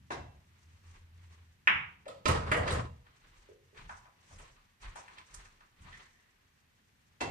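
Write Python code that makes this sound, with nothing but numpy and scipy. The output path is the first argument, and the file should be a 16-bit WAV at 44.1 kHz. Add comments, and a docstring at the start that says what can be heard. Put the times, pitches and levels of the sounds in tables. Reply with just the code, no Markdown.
"""A cue strikes and a ball rolls over the slate; two balls crack together, one knocks into the pocket and runs
down the return channel. The player walks round, shoes scuffing and clothes rustling; the cue strikes again at the end.
Contacts are coloured clicks with ringing modes; rolling, clothes and floor are filtered noise under level curves.
A small bare room adds echoes and a tail; a spaced microphone pair with a noise suppressor hears it."""
import sys
import numpy as np
from scipy import signal
from scipy.fft import rfft, irfft
from scipy.io import wavfile
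from scipy.ndimage import uniform_filter1d

SR = 44100
rng = np.random.default_rng(int(sys.argv[2]) if len(sys.argv) > 2 else 0)


def generate_wav(signal):
    """Clip the signal to [-1, 1] and save it as 16-bit WAV at the path in sys.argv[1]."""
    frames = np.transpose(np.atleast_2d(signal))
    scaled = np.clip(frames, -1, 1) * 32767
    pcm = np.round(scaled).astype(np.int16)
    wavfile.write(sys.argv[1], SR, pcm)


N = 321930

# Source levels are relative: scene() applies the mix gains. pan_db is left minus right.
# ball against pocket and channel: time_s, body_db, thud_db, tick_db, pan_db, snap_hz, snap_width_per_hz, plate_db
POCKET_KNOCKS = [(2.056, -46, -77.5, -66, 3.5, 1200, 1, -89), (2.08, -37, -59, -39, -2.5, 2600, 1, -61),
                 (2.256, -18.5, -64, -56, -7.5, 1370, 1.61, -61),
                 (2.281, -28.5, -36, -21, -1.5, 830, 0.88, -38),
                 (2.516, -17.5, -64, -24, -1.5, 1185, 0.63, -66.5),
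                 (2.57, -31, -39, -32.5, -3.5, 590, 0.35, -59.5),
                 (2.677, -24.5, -53.5, -65, -1, 1190, 1.5, -62),
                 (2.706, -37.5, -42, -63, -14, 832, 2.8, -39), (2.721, -47, -50, -29.5, -7, 510, 0.43, -60)]
# feet land: start_s, slate_db, floor_heave_db, heave_hold_s
FOOT_LANDINGS = [(.86, -74, -61, 0.041), (3.2, -73.5, -63.5, 0.13), (3.769, -56, -57, 0.099),
                 (4.29, -58, -58.5, 0.1), (4.8, -59, -54.5, 0.038), (5.3, -61, -58, 0.058),
                 (5.78, -54, -64.5, .15)]
SCUFF_DECAY_S = .0015   # grit behind a shoe or cue contact
BURST_SAMPLES = 2048   # longest contact


def cue_strikes():
    """The tip hits the ball and the shaft rings."""
    # tip on ball: time_s, body_db, thud_db, tick_db, pan_db, snap_hz, snap_width_per_hz
    tip_hits = [(.105, -32.5, -38.5, -75, 1, 643, 1.68), (.116, -40, -68, -51, -13, 2000, 1.8),
                (7.2045, -46, -81, -72, 18, 700, 2.6), (7.208, -29, -61, -76, -5.5, 900, 2.6),
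                (7.212, -37, -36.5, -36, 0, 515, 1.24)]
    # cue shaft: mode_hz, level_db, t60_s
    shaft_modes = [(730, 2.5, 0.042), (1060, 9, 0.018), (1630, -4, 0.15), (2047, 0.5, 0.077),
                   (2687, -1.5, 0.23)]
    return blows(tip_hits, shaft_modes, ring_db=-24, thud_hz=264, grit_decay_s=SCUFF_DECAY_S)


def crack():
    """Hard spheres barely ring: one short minimum-phase pulse, its energy as early as its colour allows."""
    # ball on ball: time_s, level_db, pan_db
    collisions = [(1.6736, -7.5, -1.5)]
    # pulse spectrum: freq_hz, level_db_per_hz
    colour = [(120, -40), (200, -11), (244, -32.5), (277, -19), (659, -22.5), (980, -7.5), (1410, -2),
              (2290, 1), (2900, -5), (3870, -23), (4160, -39), (5260, -32), (6420, -42), (15000, -53)]
    half = BURST_SAMPLES // 2
    hz = np.fft.rfftfreq(BURST_SAMPLES, 1 / SR)
    cepstrum = irfft(np.log(amp(at_hz(colour, hz))))
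    cepstrum[1:half] *= 2   # folding the cepstrum gives minimum phase
    cepstrum[half + 1:] = 0
    pulse = irfft(np.exp(rfft(cepstrum)))
    time_s, level_db, pan_db = np.transpose(collisions)
    return signal.fftconvolve(clicks(time_s, level_db, pan_db), pulse[None] / np.abs(pulse).max())[:, :N]


def pocket():
    """The ball knocks the wooden frame, which rings."""
    # table frame: mode_hz, level_db, t60_s
    frame_modes = [(316, -30, 0.018), (487, 0.5, 0.1), (629.5, 4, 0.033), (1033, 4, 0.04),
                   (1178, -3.5, 0.069), (1266, 0.5, 0.068), (1945, 3, 0.019), (2765, -11, 0.075)]
    return blows(POCKET_KNOCKS, frame_modes, ring_db=-18, thud_hz=79, grit_decay_s=.0032)


def plate():
    """Each knock jars the metal plate of the pocket, which rings."""
    # metal pocket plate: mode_hz, level_db, t60_s
    metal_modes = [(8500, -4, .05), (9200, -14, .03), (3850, -3, .03)]
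    time_s, *_, plate_db = np.transpose(POCKET_KNOCKS)
    return ringing(time_s, plate_db, 0 * time_s, metal_modes)


def hollow_knocks():
    """Soft taps on hollow wood: only a short round ring is heard."""
    # time_s, level_db, centre_hz
    taps = [(2.064, -43.5, 540), (2.115, -56, 580), (3.488, -50.5, 404), (3.526, -61.5, 420),
            (3.729, -57.5, 418), (3.825, -64.5, 420)]
    time_s, level_db, hz = np.transpose(taps)
    return bursts(time_s, level_db, 0, hz, 0.2, grit_decay_s=.0014)


def rolling():
    """Rolling noise, blows and feet excite the low resonances of the slate; drone and channel join in."""
    # slate resonances: centre_hz, width_hz, level_db
    slate_modes = [(82, 27.2, 0.5), (119, 20, -6), (149, 11, -12.5), (213, 3, -16)]
    white = stereo_noise([(20, -1), (300, -4.5), (2000, -59.5)])
    slate = 0
    for hz, width_hz, level_db in slate_modes:
        slate = slate + amp(level_db) * resonance(resonance(white, hz, width_hz), hz, 4.6 * width_hz)
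    return slate_gain() * rms_one(slate) + cue_ball_drone(white) + channel_rattle()


def slate_gain():
    """Gain of the slate: the powers of rolling, jolts, feet and channel add."""
    # balls rolling on the cloth: time_s, level_db
    roll_curve = [(0.0, -58), (0.36, -60), (0.55, -66), (1.6, -67), (2.0, -66), (3.1, -68.5), (6.1, -77),
                  (7.3, -70)]
    # blows that shake the slate: start_s, level_db
    jolt_rows = [(.105, -48), (1.674, -47.5), (2.1, -58), (2.256, -33.5), (7.208, -42.5)]
    jolts = swells(*np.transpose(jolt_rows), rise_s=.1, hold_s=0, fall_db_per_s=109)
    start_s, slate_db, *_ = np.transpose(FOOT_LANDINGS)
    feet = swells(start_s, slate_db, rise_s=.031, hold_s=.052, fall_db_per_s=91)
    roll = amp(in_time(roll_curve)[0])
    return np.sqrt(roll ** 2 + jolts ** 2 + feet ** 2 + channel_gain(column=1) ** 2)


def cue_ball_drone(white):
    """The cue ball rolls the length of the slate: noise through a narrow 85 Hz resonance."""
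    # time_s, level_db
    drone_curve = [(.3, -81), (.56, -81), (.66, -57), (1.1, -57), (1.3, -59), (1.6, -64.5), (1.7, -70)]
    hum = resonance(resonance(white, 85, 6), 85, 14)
    return amp(once(drone_curve)[0]) * rms_one(hum)


def channel_rattle():
    """The ball runs roughly down the return channel: coloured noise with a flickering level."""
    # freq_hz, level_db_per_hz
    colour = [(88, -41), (150, -15), (381, -3), (462, -0.5), (769, -8), (1090, -1.5), (1350, -6),
              (4870, -22), (6330, -32), (8690, -30), (10000, -35), (13000, -73), (22000, -120)]
    return channel_gain(column=3) * flicker(40, 2.0) * stereo_noise(colour)


def channel_gain(column):
    """Gain from one level column of the run down the channel."""
    # time_s, slate_db, floor_heave_db, rattle_db
    channel_run = [(2.29, -31, -55, -32.5), (2.4, -51, -50, -45), (2.5, -41, -56, -46),
                   (2.6, -40, -58, -54), (2.7, -40, -49, -38), (2.8, -37.5, -58, -43.5),
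                   (2.88, -46, -62, -59), (2.95, -53, -75, -78), (3.098, -71.5, -60, -100)]
    return amp(once([(row[0], row[column]) for row in channel_run])[0])


def shoes():
    """Shoe contacts share the relative level of their thud and the relative width of their snap."""
    # shoes and cue handling: time_s, body_db, tick_db, pan_db, snap_hz
    contacts = [(3.066, -52, -66, 1, 1220), (3.775, -39.5, -51, 3, 1519), (3.894, -34.5, -55, -1, 910),
                (4.055, -47.5, -85, 2, 810), (4.286, -62, -72, 0, 1180), (4.31, -53, -85, 1, 414),
                (4.399, -50.5, -85, -1.5, 417), (4.385, -42.5, -39.5, -5, 1980), (4.479, -62, -57, 1, 2670),
                (4.563, -50.5, -73, 1.5, 1270), (4.825, -47, -48, -10, 2020), (4.867, -48.5, -61, 2, 1160),
                (4.957, -38, -38, 0, 860), (5.08, -44, -51, 1, 1530), (5.183, -45, -54, -3.5, 2090),
                (5.343, -52, -37, -6.5, 1110), (5.348, -55, -48, -4.5, 1060), (5.455, -48, -62, -1, 1340),
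                (5.607, -48.5, -74, -2, 1120), (5.818, -49.5, -44.5, -3, 1740),
                (5.87, -45.5, -68, 7.5, 1020), (5.927, -41, -64, -6.5, 1870)]
    # soles: mode_hz, level_db, t60_s
    sole_modes = [(1015, 8.5, 0.19), (1284, 9.5, 0.056)]
    thud_under_body_db, snap_width_per_hz = -22.5, 1
    rows = [(time_s, body_db, body_db + thud_under_body_db, tick_db, pan_db, snap_hz, snap_width_per_hz)
            for time_s, body_db, tick_db, pan_db, snap_hz in contacts]
    return blows(rows, sole_modes, ring_db=-33.5, thud_hz=69.4, grit_decay_s=SCUFF_DECAY_S)


def clothes():
    """Cloth swishes and hisses: two flickering noises that swell with each movement."""
    # swish spectrum: freq_hz, level_db_per_hz
    swish_colour = [(150, -31), (250, -20), (262, -15.5), (382, -7.5), (642, -14.5), (1050, -5.5),
                    (1440, -9), (1910, -6), (4500, -15), (5850, -36.5), (9900, -120)]
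    # hiss spectrum: freq_hz, level_db_per_hz
    hiss_colour = [(1760, -34), (3000, -22), (4640, -7), (5980, -1), (7200, -5.5), (9240, -7), (12000, -39),
                   (15600, -50.5), (22000, -120)]
    swish = rustle(still_db=-76.5, column=2) * flicker(20, 2.0) * stereo_noise(swish_colour)
    hiss = rustle(still_db=-82.5, column=3) * flicker(27, 2.9) * stereo_noise(hiss_colour)
    return swish + hiss


def rustle(still_db, column):
    """Gain of the clothes: a swell for every movement over a faint steady rustle."""
    # movements of the player: start_s, length_s, swish_db, hiss_db
    moves = [(0.403, 0.43, -77, -81), (0.835, 0.11, -67.5, -76.5), (1.127, 0.22, -71.5, -76.5),
             (3.043, 0.36, -69, -81.5), (3.745, 0.068, -60.5, -71.5), (3.882, 0.042, -66.5, -68),
             (4.189, 0.27, -64, -70), (4.802, 0.071, -55, -69.5), (4.952, 0.015, -55, -60.5),
             (5.063, 0.14, -62, -75), (5.255, 0.17, -61.5, -68), (5.762, 0.26, -61.5, -72)]
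    columns = np.transpose(moves)
    start_s, length_s = columns[:2]
    rise_share = .4
    swell = swells(start_s, columns[column], rise_share * length_s, (1 - rise_share) * length_s, fall_db_per_s=109.5)
    return amp(still_db) + swell


def squeak():
    """A hand slides along the rail: narrow noise riding on a wavering pitch."""
    # time_s, pitch_hz, level_db
    slide = [(5.914, 1855, -80), (5.93, 1880, -53), (5.982, 1912, -62.5), (6.314, 1870, -73),
             (6.36, 1853, -89)]
    pitch_hz, level_db = once(slide)
    grain = rms_one(band(rng.standard_normal((2, N)), 15, 160))
    return amp(level_db) * grain * np.sin(2 * np.pi * np.cumsum(pitch_hz) / SR)


def floor_heave():
    """The floor heaves under each step and during the channel run: very low noise."""
    start_s, _, heave_db, hold_s = np.transpose(FOOT_LANDINGS)
    feet = swells(start_s, heave_db, rise_s=.057, hold_s=hold_s, fall_db_per_s=100)
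    gain = amp(-84) + feet + channel_gain(column=2)
    return gain * stereo_noise([(15, -25.0), (25, 4), (45, 1.0), (80, -25.5), (400, -67)])


def room_tone():
    """Steady coloured noise of the room and the electronics."""
    # freq_hz, level_db_per_hz
    tone_colour = [(15, -43.5), (25, -8), (48, -18.5), (82, -11), (227, -8), (274, -13.5), (508, -18.5),
                   (1370, -18.5), (1530, -14.5), (1950, -14), (2110, -17), (2690, -18), (8560, -30.5),
                   (15500, -30)]
    return amp(-73) * stereo_noise(tone_colour)


def blows(rows, modes, ring_db, thud_hz, grit_decay_s):
    """A blow is a low thud, a snap with the ring of the body, and a bright tick."""
    time_s, body_db, thud_db, tick_db, pan_db, snap_hz, snap_width_per_hz = np.transpose(rows)[:7]
    thud = bursts(time_s, thud_db, 0, thud_hz, 1.29, grit_decay_s=.00033)
    snap = bursts(time_s, body_db, pan_db, snap_hz, snap_width_per_hz, grit_decay_s)
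    tick = bursts(time_s, tick_db, pan_db, 6000, 1.6, grit_decay_s / 6)
    return thud + snap + tick + ringing(time_s, body_db + ring_db, pan_db, modes)


def bursts(times_s, levels_db, pans_db, centres_hz, widths_per_hz, grit_decay_s):
    """A contact is a click with a little dying grit behind it, coloured by what touches."""
    out = np.zeros((2, N + BURST_SAMPLES))
    decay = np.exp(-np.arange(BURST_SAMPLES) / (grit_decay_s * SR))
    for time_s, level_db, pan_db, hz, width in np.broadcast(times_s, levels_db, pans_db, centres_hz, widths_per_hz):
        grit = .05 * rng.standard_normal(BURST_SAMPLES) * decay
        grit[0] = 1
        grit = resonance(resonance(grit, hz, width * hz), hz, 2 * width * hz)
        gains = amp(level_db + np.array([.5, -.5]) * pan_db)
        start = round(time_s * SR)
        out[:, start:start + BURST_SAMPLES] += np.outer(gains, grit / np.abs(grit).max())
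    return out[:, :N]


def ringing(times_s, level_db, pan_db, modes):
    """Decaying sines: every blow strikes every mode with a random strength of its own."""
    out = 0
    luck_db = rng.normal(0, 2.5, (len(times_s), len(modes)))
    for k, (hz, mode_db, t60_s) in enumerate(modes):
        r, w = amp(-60 / (t60_s * SR)), 2 * np.pi * hz / SR
        strikes = clicks(times_s, level_db + mode_db + luck_db[:, k], pan_db)
        out = out + signal.lfilter([0, np.sin(w)], [1, -2 * r * np.cos(w), r * r], strikes)
    return out


def clicks(times_s, level_db, pan_db):
    """A stereo train of single-sample clicks."""
    out = np.full((2, N), 1e-18)   # not zero, so that filters stay out of denormals
    out[:, np.round(np.asarray(times_s) * SR).astype(int)] = amp(level_db + np.outer([.5, -.5], pan_db))
    return out


def swells(starts_s, level_db, rise_s, hold_s, fall_db_per_s):
    """Gain of overlapping swells: each starts 14 dB down, rises, holds and falls; powers add."""
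    grid = np.arange(0, N, 32)
    t = grid[:, None] / SR - starts_s
    rise_db = 14 * np.minimum(t / rise_s - 1, 0)
    fall_db = fall_db_per_s * np.maximum(t - rise_s - hold_s, 0)
    power = amp(level_db + rise_db - fall_db) ** 2 * (t > 0)
    return np.interp(np.arange(N), grid, np.sqrt(np.sum(power, axis=1)))


def flicker(rate_hz, spread_db):
    """Gain that wanders by chance: low-passed noise, in dB."""
    r = np.exp(-2 * np.pi * rate_hz / SR)
    wander = signal.lfilter([1], [1, -2 * r, r * r], rng.standard_normal(N + SR))[SR:]
    return amp(spread_db * rms_one(wander))


def stereo_noise(spectrum, size=N):
    """Coloured noise, alike in both channels chiefly in the bass; rms 1."""
    # freq_hz, left_right_correlation
    likeness = [(60, 0.9), (125, 0.46), (250, .8), (500, 0.18), (1000, 0.16), (10000, 0.025)]
    hz = np.fft.rfftfreq(size, 1 / SR)
    mid, side = rfft(rng.standard_normal((2, size)))
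    alike = at_hz(likeness, hz)
    pair = np.sqrt(1 + alike) * mid + np.sqrt(1 - alike) * side * np.array([[1], [-1]])
    return rms_one(irfft(pair * amp(at_hz(spectrum, hz)), size))


def resonance(x, hz, width_hz):
    """One two-pole resonance, gain 1 on top."""
    r = np.exp(-np.pi * width_hz / SR)
    return (1 - r * r) / 2 * signal.lfilter([1, 0, -1], [1, -2 * r * np.cos(2 * np.pi * hz / SR), r * r], x)


def band(x, low_hz, high_hz):
    """Band-pass."""
    return signal.sosfilt(signal.butter(2, [low_hz, high_hz], "band", fs=SR, output="sos"), x)


def in_time(rows):
    """Columns of a curve at every sample."""
    time_s, *columns = np.transpose(rows)
    return [np.interp(np.arange(N) / SR, time_s, column) for column in columns]


def once(rows):
    """Columns of a curve whose last one, a level, drops to -120 dB outside its span."""
    (start_s, *first), (end_s, *last) = rows[0], rows[-1]
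    return in_time([(start_s - .01, *first[:-1], -120), *rows, (end_s + .05, *last[:-1], -120)])


def at_hz(points, hz):
    """A spectrum read on a log-frequency axis."""
    points_hz, values = np.array(points).T
    return np.interp(np.log(np.maximum(hz, 1)), np.log(points_hz), values)


def amp(db):
    """dB to gain."""
    return 10 ** (np.asarray(db) / 20)


def rms_one(x):
    """Scale to rms 1."""
    return x / np.sqrt(np.mean(x ** 2) + 1e-20)


def room(x, tail_db):
    """Direct sound, near echoes off table and walls, then a dense tail that dies band by band."""
    # freq_hz, t60_s
    decay_times = [(60, 0.677), (200, 0.46), (600, 0.63), (1500, 0.4), (4000, 0.51), (10000, 0.28)]
    # delay_ms, left_db, right_db
    echoes = [(2.2, -2, -3), (3.4, 2, 0), (5.0, -5, -5), (7.2, -7, -2), (10.2, -6, -7), (21, -7, -10),
              (31, -10, -6)]
    t = np.arange(SR) / SR
    noise = [stereo_noise([(20, 0), (20000, 0)], size=SR) for _ in range(2)]
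    tail = 0
    for k, low_hz in enumerate(30 * 2.0 ** np.arange(9)):   # octaves; neighbours get unrelated noise
        t60_s = at_hz(decay_times, np.sqrt(2) * low_hz)
        tail = tail + band(noise[k % 2], low_hz, 2 * low_hz) * amp(-60 * t / t60_s)
    response = amp(tail_db) * tail * (1 - np.exp(-t / 0.002))
    response[:, 0] += 1
    for delay_ms, left_db, right_db in echoes:
        response[:, round(delay_ms * SR / 1000)] += amp([left_db, right_db])
    return signal.fftconvolve(x, response, axes=1)[:, :N]


def scene():
    """Each source has a tail level of its own; what is close to the microphones is heard drier."""
    # close sound added as the player nears the microphones: time_s, level_db
    nearness = [(0.0, -14), (3.0, 1), (4.9, -20), (5.15, 9.5), (5.5, 1), (6.0, -17.5), (7.3, -3.5)]
    cue, balls, knocks = cue_strikes(), crack(), pocket()
    steps = shoes() + hollow_knocks()
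    struck = room(amp(-2.5) * balls, -19.5) + room(cue, -16.5)
    struck = struck + room(amp(-3) * knocks, -17.5) + room(amp(-4.5) * steps, -17.5)
    close = amp(in_time(nearness)[0]) * (steps + cue)
    close = close + amp(-9) * balls + amp(-14.5) * knocks + amp(5.5) * plate()
    player = clothes() + floor_heave() + squeak()
    return struck + room(close, -34) + amp(4) * (rolling() + player)


def suppress(x, max_cut_db, span_db):
    """Quiet parts of the spectrum are turned down, the more the further they lie under the threshold."""
    # threshold: freq_hz, level_db_per_bin
    quiet_limit = [(60, -55), (300, -60), (1000, -82.5), (3000, -66), (10000, -90.5)]
    hz, _, spec = signal.stft(x, SR, nperseg=512)
    power = np.mean(np.abs(spec) ** 2, axis=0)
    power = uniform_filter1d(uniform_filter1d(power, size=5, axis=0), size=5, axis=1)
    over_db = 10 * np.log10(np.abs(power) + 1e-20) - at_hz(quiet_limit, hz)[:, None]
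    cut_db = max_cut_db / (1 + np.exp(np.clip(over_db / span_db, -30, 30)) / 3)
    return signal.istft(spec * amp(-cut_db), SR, nperseg=512)[1][:, :N]


def record(dry):
    """Long waves reach both ports alike, the capsules fade near 10 kHz; overload, suppressor, lag, top cut."""
    left_lag_samples, overload_level = 17, .8
    mid, side = (dry[0] + dry[1]) / 2, (dry[0] - dry[1]) / 2
    side = signal.sosfilt(signal.butter(2, 300, "high", fs=SR, output="sos"), side)
    pair = np.array([mid + side, mid - side])
    capsules = signal.sosfilt(signal.butter(4, 9800, fs=SR, output="sos"), pair)
    rounded = overload_level * np.tanh(capsules / overload_level)   # the preamplifier rounds peaks
    heard = suppress(rounded, max_cut_db=5.5, span_db=6.0) + room_tone()
    heard[0] = np.r_[heard[0, :left_lag_samples][::-1], heard[0, :-left_lag_samples]]   # left trails
    return signal.sosfilt(signal.cheby2(12, 70, 16300, fs=SR, output="sos"), heard)   # 70 dB down from 16.3 kHz


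dry = scene()
out = record(dry)
generate_wav(out)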